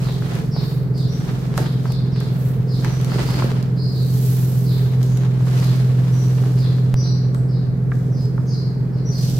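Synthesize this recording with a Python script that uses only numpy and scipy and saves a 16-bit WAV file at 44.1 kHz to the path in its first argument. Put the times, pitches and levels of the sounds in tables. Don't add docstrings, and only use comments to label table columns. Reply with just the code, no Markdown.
import sys
import numpy as np
from scipy import signal
from scipy.fft import rfft, irfft, next_fast_len
from scipy.io import wavfile

SR = 44100
rng = np.random.default_rng(int(sys.argv[2]) if len(sys.argv) > 2 else 0)


def generate_wav(sig):
    pcm = np.round(np.clip(np.atleast_2d(sig).T, -1, 1) * 32767).astype(np.int16)
    wavfile.write(sys.argv[1], SR, pcm)


N = 414099
TIME_S = np.arange(N) / SR

# (frequency [Hz], correlation [0-1])
STEREO_CORRELATION = [(50, 1), (130, 0.52), (250, 0.57), (500, 0.78), (1000, 0.09), (2000, 0), (16000, 0)]
# (frequency [Hz], T60 [s])
ROOM_T60 = [(200, 0.41), (1500, 0.63), (4500, 0.81), (7000, 0.46), (14000, 0.88)]

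# (time [s], blade rate [Hz])
BLADE_RATE = [(0, 21.32), (2, 21.33), (3.7, 21.26), (5.8, 21.17), (7.6, 21.25), (9.39, 21.3)]
FAN_ORDERS = [7, 15, 16, 17, 20, 24, 27, 33, 39, 42, 57, 63]
FAN_ORDERS_DB = [-43, -38, -41, -34, -40, -29.5, -38.5, -41, -47.5, -50, -46, -49.5]
# (frequency [Hz], density [dB])
RUMBLE_SPECTRUM = [(28, -39.5), (47, -12), (58, -13), (125, -0.5), (170, -3), (310, -15), (430, -12.5),
                   (560, -22), (900, -30), (1700, -35.5), (2350, -43), (3000, -60.5), (6500, -61.5),
                   (16000, -59)]

# (peak time [s], rise [s], fall [s], level [dB])
RUBS = [(.04, 0.11, .22, -52), (.35, 0.21, 0.16, -53.5), (.99, 0.028, .09, -54), (1.24, 0.18, .38, -54),
        (1.58, 0.021, 0.064, -46), (1.9, .2, .09, -56.5), (2.22, .025, 0.099, -55.5),
        (2.8, 0.1, 0.19, -52.5), (3.3, 0.34, 0.21, -47), (4.2, 0.31, 0.74, -50.5),
        (5.04, 0.026, 0.16, -52.5), (5.6, 0.17, 0.25, -47.5), (6.3, 0.47, 0.55, -52.5),
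        (7.36, 0.011, 0.077, -62), (7.94, 0.042, 0.22, -60.5), (8.23, .04, .05, -56.5),
        (8.55, 0.25, 0.18, -63), (9.24, 0.085, 0.32, -44.5)]
# (peak time [s], rise [s], fall [s], level [dB])
FALLS = [(.06, 0.07, 0.084, -39.5), (.37, 0.14, 0.058, -37), (.58, 0.027, .2, -42),
         (1.26, 0.14, 0.33, -41.5), (1.59, 0.059, 0.1, -36.5), (1.88, .12, 0.13, -48),
         (2.22, 0.18, 0.4, -44.5), (2.86, 0.054, 0.13, -35.5), (3.16, 0.14, 0.23, -38),
         (3.37, 0.31, 0.21, -35), (4.35, 0.28, .35, -50.5), (4.9, 0.26, 0.092, -47),
         (5.25, 0.37, 0.38, -45.5), (5.64, 0.23, 0.24, -39), (6.25, 0.82, 0.92, -45.5),
         (9.25, 0.37, .3, -54)]
# (peak time [s], rise [s], fall [s], level [dB])
SCOOPS = [(.68, 0.098, 0.11, -49), (2.46, .16, 0.099, -49.5), (4.28, .23, 0.38, -40.5),
          (4.78, 0.2, 0.078, -49)]
# (frequency [Hz], density [dB])
CRUMBLE_SPECTRUM = [(60, 4), (150, 1.5), (330, 10.5), (600, 1.5), (900, 1), (1500, -2), (2400, -7),
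                    (4200, -10), (6500, -18), (10000, -25.5), (16000, -41)]
# (frequency [Hz], density [dB])
SLIDE_SPECTRUM = [(400, -17.5), (1500, -10.5), (3000, 1.5), (5000, 6), (7500, 2), (10200, -3), (12500, -1),
                  (14300, -3.5), (16000, -27)]
# (frequency [Hz], density [dB])
SCOOP_SPECTRUM = [(400, -23.5), (3000, -6), (5000, -5.5), (8000, -2), (10000, -5), (12300, 4),
                  (14500, -0.5), (16000, 0)]
# (frequency [Hz], density [dB])
DRAUGHT_SPECTRUM = [(25, -25), (45, -1), (65, -2), (110, -21.5), (300, -47)]

# (time [s], first pitch [Hz], last pitch [Hz], level [dB])
CHIRPS = [(.01, 4680, 3500, -41), (.5, 5230, 3935, -37.5), (.93, 4955, 3790, -40),
          (1.59, 4810, 3420, -42.5), (1.852, 5070, 3720, -40.5), (2.104, 5250, 3570, -42),
          (2.665, 5010, 3890, -40.5), (4.64, 4750, 3710, -39.5), (5.58, 4960, 3650, -41),
          (6.561, 4900, 3650, -40), (7.47, 5060, 4080, -47.5), (8.101, 5800, 4290, -49),
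          (8.466, 5070, 4420, -39), (8.91, 5080, 4220, -52)]
# (time [s], length [s], pitch [Hz], level [dB])
CHEEPS = [(1.077, .064, 5700, -42.5), (2.805, 0.2, 5960, -46.5), (3.096, 0.048, 4630, -37.5),
          (3.25, 0.09, 4690, -37), (3.755, 0.14, 4600, -37), (3.935, 0.089, 4220, -39),
          (5.05, 0.15, 6560, -49), (6.11, .12, 5960, -44), (6.949, 0.084, 5010, -40.5),
          (6.957, 0.073, 5840, -36), (7.019, 0.083, 4440, -36.5), (7.075, 0.035, 5700, -38.5),
          (7.341, .035, 8100, -51), (8.46, 0.058, 6240, -46.5), (9.047, 0.063, 5780, -36.5),
          (9.102, 0.1, 4630, -37.5), (9.182, 0.054, 5850, -40)]
# (pitch [Hz], nominal depth [Hz])
CHEEP_TRILL = [(4500, 500), (5850, 170), (6300, 420), (8100, 800)]
# (time [s], length [s], pitch [Hz], nominal trill depth [Hz], level [dB])
WHISTLE = (8.125, .12, 4996.5, 35, -50.5)

# (time [s], level [dB], thud pitch [Hz])
LUMPS = [(0.07, -28, 1000), (.223, -27, 1300), (.367, -27, 1600), (0.564, -22.5, 654), (1.578, -13, 1190),
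         (1.584, -18, 580), (1.602, -18, 380), (1.856, -23, 1040), (1.904, -27, 800), (2.21, -27, 1300),
         (2.847, -17, 1480), (3.119, -22, 1210), (3.159, -21, 344), (3.289, -23, 930), (3.353, -25, 328),
         (3.423, -14.5, 945), (3.444, -16, 374), (5.408, -31, 800), (5.471, -26.5, 1000),
         (6.4383, -27.5, 1200)]
# (frequency [Hz], density [dB])
SPILL_SPECTRUM = [(80, -5), (300, -3), (700, 11.5), (1050, -9), (1500, 6.5), (2200, -12), (3600, -15),
                  (6000, -39), (15000, -31)]
SPILL_REF_HZ, SPILL_REF_DB = 1100, -29.5
# (time [s], level [dB])
SNAPS = [(0.3531, -31), (0.9786, -37), (1.5775, -19.5), (1.921, -29), (2.2034, -32), (2.8467, -27),
         (3.013, -30), (3.0462, -27.5), (3.4416, -30.5), (3.6272, -32), (5.0294, -28), (5.1728, -28.5),
         (5.6441, -27.5), (6.5884, -34.5), (7.3462, -33.5)]
# (frequency [Hz], density [dB])
SNAP_SPECTRUM = [(600, -22.5), (2000, 0.5), (4000, 5.5), (8000, 1.5), (10000, -2.5), (12500, 1),
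                 (16000, -12)]

# (time [s], level [dB], pitch [ratio])
KNOCKS = [(7.347, -31.5, 0.75), (7.918, -25.5, 0.92), (8.379, -31, 0.7)]
# (frequency at ratio 1 [Hz], level [dB], T60 [s])
HOLLOW_MODES = [(520, -8.5, .04), (780, -3, 0.033), (1304, -3, 0.047), (1520, 4, 0.018), (1740, 1, 0.029),
                (1965, 4, 0.018), (2530, -9.5, 0.031)]


def gain(db):
    return 10 ** (np.asarray(db) / 20)


def unit_rms(x):
    return x / np.sqrt(np.mean(x ** 2) + 1e-20)


def lookup(table, hz):
    table_hz, values = np.transpose(table)
    return np.interp(np.log(hz + 1), np.log(table_hz + 1), values)


def add(mix, start_s, sound):
    part = mix[..., max(round(start_s * SR), 0):][..., :sound.shape[-1]]
    part += sound[..., :part.shape[-1]]


def wander(rate_hz):
    size = next_fast_len(N)
    lowpass = np.exp(-(np.fft.rfftfreq(size, 1 / SR) / rate_hz) ** 2)
    return unit_rms(irfft(rfft(rng.standard_normal(size)) * lowpass, size)[:N])


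def colour(x, spectrum, shift=1, size=8192):
    hz = abs(np.fft.fftfreq(size, 1 / SR))
    log_gain = np.log(gain(lookup(spectrum, hz / shift)))
    response = np.exp(np.conj(signal.hilbert(log_gain)))
    taps = np.fft.ifft(response).real[:size // 2]
    return signal.oaconvolve(x, taps[None] / np.linalg.norm(taps), axes=1)[:, :x.shape[1]]


def mic_pair(x):
    size = next_fast_len(x.shape[1])
    a, b = rfft(x, size)
    correlation = np.clip(lookup(STEREO_CORRELATION, np.fft.rfftfreq(size, 1 / SR)), 0, 1)
    mid, side = a * np.sqrt((1 + correlation) / 2), b * np.sqrt((1 - correlation) / 2)
    return irfft(np.array([mid + side, mid - side]), size)[:, :x.shape[1]]


def noise(samples=N):
    return mic_pair(rng.standard_normal((2, samples)))


def burst(decay_s):
    t = np.arange(SR // 4) / SR
    return noise(len(t)) * np.exp(-t / decay_s)


def grains(per_s, spread_db):
    sizes = gain(spread_db * np.minimum(rng.exponential(1, (2, N)), 5))
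    signs = rng.choice([-1, 1], (2, N))
    hits = rng.random((2, N)) < per_s / SR
    return unit_rms(sizes * signs * hits)


def movements(rows, rest_db=-120, flank_db=-9.5):
    t = TIME_S[::64]
    power = gain(rest_db) ** 2
    for peak_s, rise_s, fall_s, db in rows:
        distance = np.maximum((peak_s - t) / rise_s, (t - peak_s) / fall_s)
        power = power + gain(db + flank_db * distance ** 1.5) ** 2
    return np.interp(TIME_S, t, np.sqrt(power))


def fan(blades=3, swell_peak_s=5.77, swell_half_width_s=2.78):
    blade_hz = np.interp(TIME_S, *np.transpose(BLADE_RATE))
    shaft_rad = 2 * np.pi * (np.cumsum(blade_hz) / (blades * SR) + rng.random())
    swell = np.exp(-((TIME_S - swell_peak_s) / swell_half_width_s) ** 2)
    sixth_db = -23 + 7.6 * swell + 1.27 * (1 - swell / 2) * wander(2.1)
    seventh_db = -28.5 - 9.5 * swell + 2.5 * wander(3.3)
    lines = [(6 * blades, sixth_db), (7 * blades, seventh_db), *zip(FAN_ORDERS, FAN_ORDERS_DB)]
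    drone = sum(gain(db) * np.sqrt(2) * np.cos(order * shaft_rad) for order, db in lines)
    waver = 1 + 0.045 * wander(8.1)
    return drone * waver * gain([[-.6], [.6]])


def rumble(level_db=-28):
    return gain(level_db) * colour(noise(), RUMBLE_SPECTRUM) * gain([[-.7], [.7]])


def powder(clumping_db=2.5, stutter_db=1.1):
    fine = gain(4.5) * grains(per_s=5000, spread_db=2.0)
    coarse = gain(-2) * grains(per_s=110, spread_db=3.3)
    crumbs = colour(mic_pair(fine + coarse), CRUMBLE_SPECTRUM)
    grit = gain(-9) * grains(per_s=64, spread_db=-0.5)
    on_skin = colour(grains(per_s=11000, spread_db=4.5) + grit, SLIDE_SPECTRUM)
    in_heap = colour(grains(per_s=20000, spread_db=-0.5), SCOOP_SPECTRUM) * gain([[-1], [1]])
    rubbing = gain(5) * movements(RUBS, rest_db=-71)
    scooping = gain(4) * movements(SCOOPS)
    dust = rubbing * on_skin + np.hypot(scooping, gain(-7) * rubbing) * in_heap
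    crumbs *= movements(FALLS, rest_db=-60) * gain(clumping_db * wander(35))
    dust *= gain(stutter_db * wander(80))
    return (crumbs + dust) * gain([[-.5], [.5]])


def draught(gain_db=-2):
    return gain(gain_db) * colour(noise(), DRAUGHT_SPECTRUM) * movements(FALLS)


def birds(trill_hz=100, rasp=0.543, octave_db=-27, steepness=4.59, trill_drive=0.74):
    out = np.zeros(N)
    trill_rad = 2 * np.pi * np.cumsum(trill_hz * (1 + .25 * wander(40.66))) / SR
    trill = unit_rms(np.sin(trill_rad) + rasp * wander(560))

    def call(start_s, length_s, first_hz, depth_hz, db, end_ratio=1):
        samples = int(length_s * SR)
        glide = (1 + np.tanh(steepness * np.linspace(-.5, .5, samples))) / 2
        swing = np.tanh(trill_drive * trill[int(start_s * SR):][:samples]) / np.sqrt(trill_drive)
        hz = first_hz * (1 + (end_ratio - 1) * glide) + depth_hz * swing
        phase = 2 * np.pi * np.cumsum(hz) / SR
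        tone = np.sin(phase) + gain(octave_db) * np.sin(2 * phase)
        add(out, start_s, gain(db) * unit_rms(tone * signal.windows.tukey(samples, .5)))

    for start_s, hz, last_hz, db in CHIRPS:
        call(start_s, length_s=.12, first_hz=hz, depth_hz=490, db=db, end_ratio=last_hz / hz)
    for start_s, length_s, hz, db in CHEEPS:
        call(start_s, length_s, hz, lookup(CHEEP_TRILL, hz), db)
    call(*WHISTLE)
    return out[None]


def lumps(attack_s=0.0001, decay_cycles=0.88, spill_db=-13, spill_ref_s=0.012, doubling_db=17):
    out, t = np.zeros((2, N)), np.arange(SR // 20) / SR
    for start_s, db, hz in LUMPS:
        envelope = (1 - np.exp(-t / attack_s)) * np.exp(-t * hz / decay_cycles)
        detune = rng.uniform(0.98, 1.07, (2, 1))
        thud = 2 * envelope * np.sin(2 * np.pi * hz * t * detune)
        decay_s = spill_ref_s * SPILL_REF_HZ / hz * 2 ** ((db - SPILL_REF_DB) / doubling_db)
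        spill = colour(burst(decay_s), SPILL_SPECTRUM, shift=hz / SPILL_REF_HZ)
        add(out, start_s, gain(db) * thud)
        add(out, start_s, gain(db + spill_db) * spill)
    return out


def snaps(gain_db=-1):
    out = np.zeros((2, N))
    for start_s, db in SNAPS:
        add(out, start_s, gain(db + gain_db) * colour(burst(decay_s=0.0023), SNAP_SPECTRUM))
    return out


def pop(start_s=6.9418, level_db=-11, decay_s=0.0063):
    out, t = np.zeros(N), np.arange(SR // 10) / SR
    add(out, start_s, gain(level_db) * np.exp(-t / decay_s))
    return out


def knocks(attack_s=0.00045):
    out, t = np.zeros((2, N)), np.arange(SR // 8) / SR
    attack = 1 - np.exp(-t / attack_s)
    for start_s, db, pitch_ratio in KNOCKS:
        for hz, mode_db, t60_s in HOLLOW_MODES:
            ring = np.sin(2 * np.pi * (hz * pitch_ratio * t + rng.random((2, 1)) / 2))
            add(out, start_s, gain(db + mode_db - 60 * t / t60_s) * ring * attack)
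    return out


def room(x, build_s):
    hz, t, bands = signal.stft(rng.standard_normal((2, SR)), SR, nperseg=256)
    envelope = (1 - np.exp(-t / build_s)) * gain(-60 * t / lookup(ROOM_T60, hz)[:, None])
    tail = signal.istft(bands * envelope, SR)[1]
    return signal.fftconvolve(x, tail / np.linalg.norm(tail[0]), axes=1)[:, :N]


def scene():
    hands = powder() + lumps() + snaps() + knocks()
    song = birds()
    near = hands + gain(-6.5) * room(hands, build_s=0.0026)
    far = gain(-8.5) * song + gain(-0.9) * room(song, build_s=0.011)
    return fan() + rumble() + draught() + pop() + near + far


def record(dry):
    cutoff_hz = 15900
    taps = signal.firwin(511, cutoff_hz, window=("kaiser", 9), fs=SR)
    return signal.oaconvolve(dry, taps[None], "same")


dry = scene()
out = record(dry)
generate_wav(out)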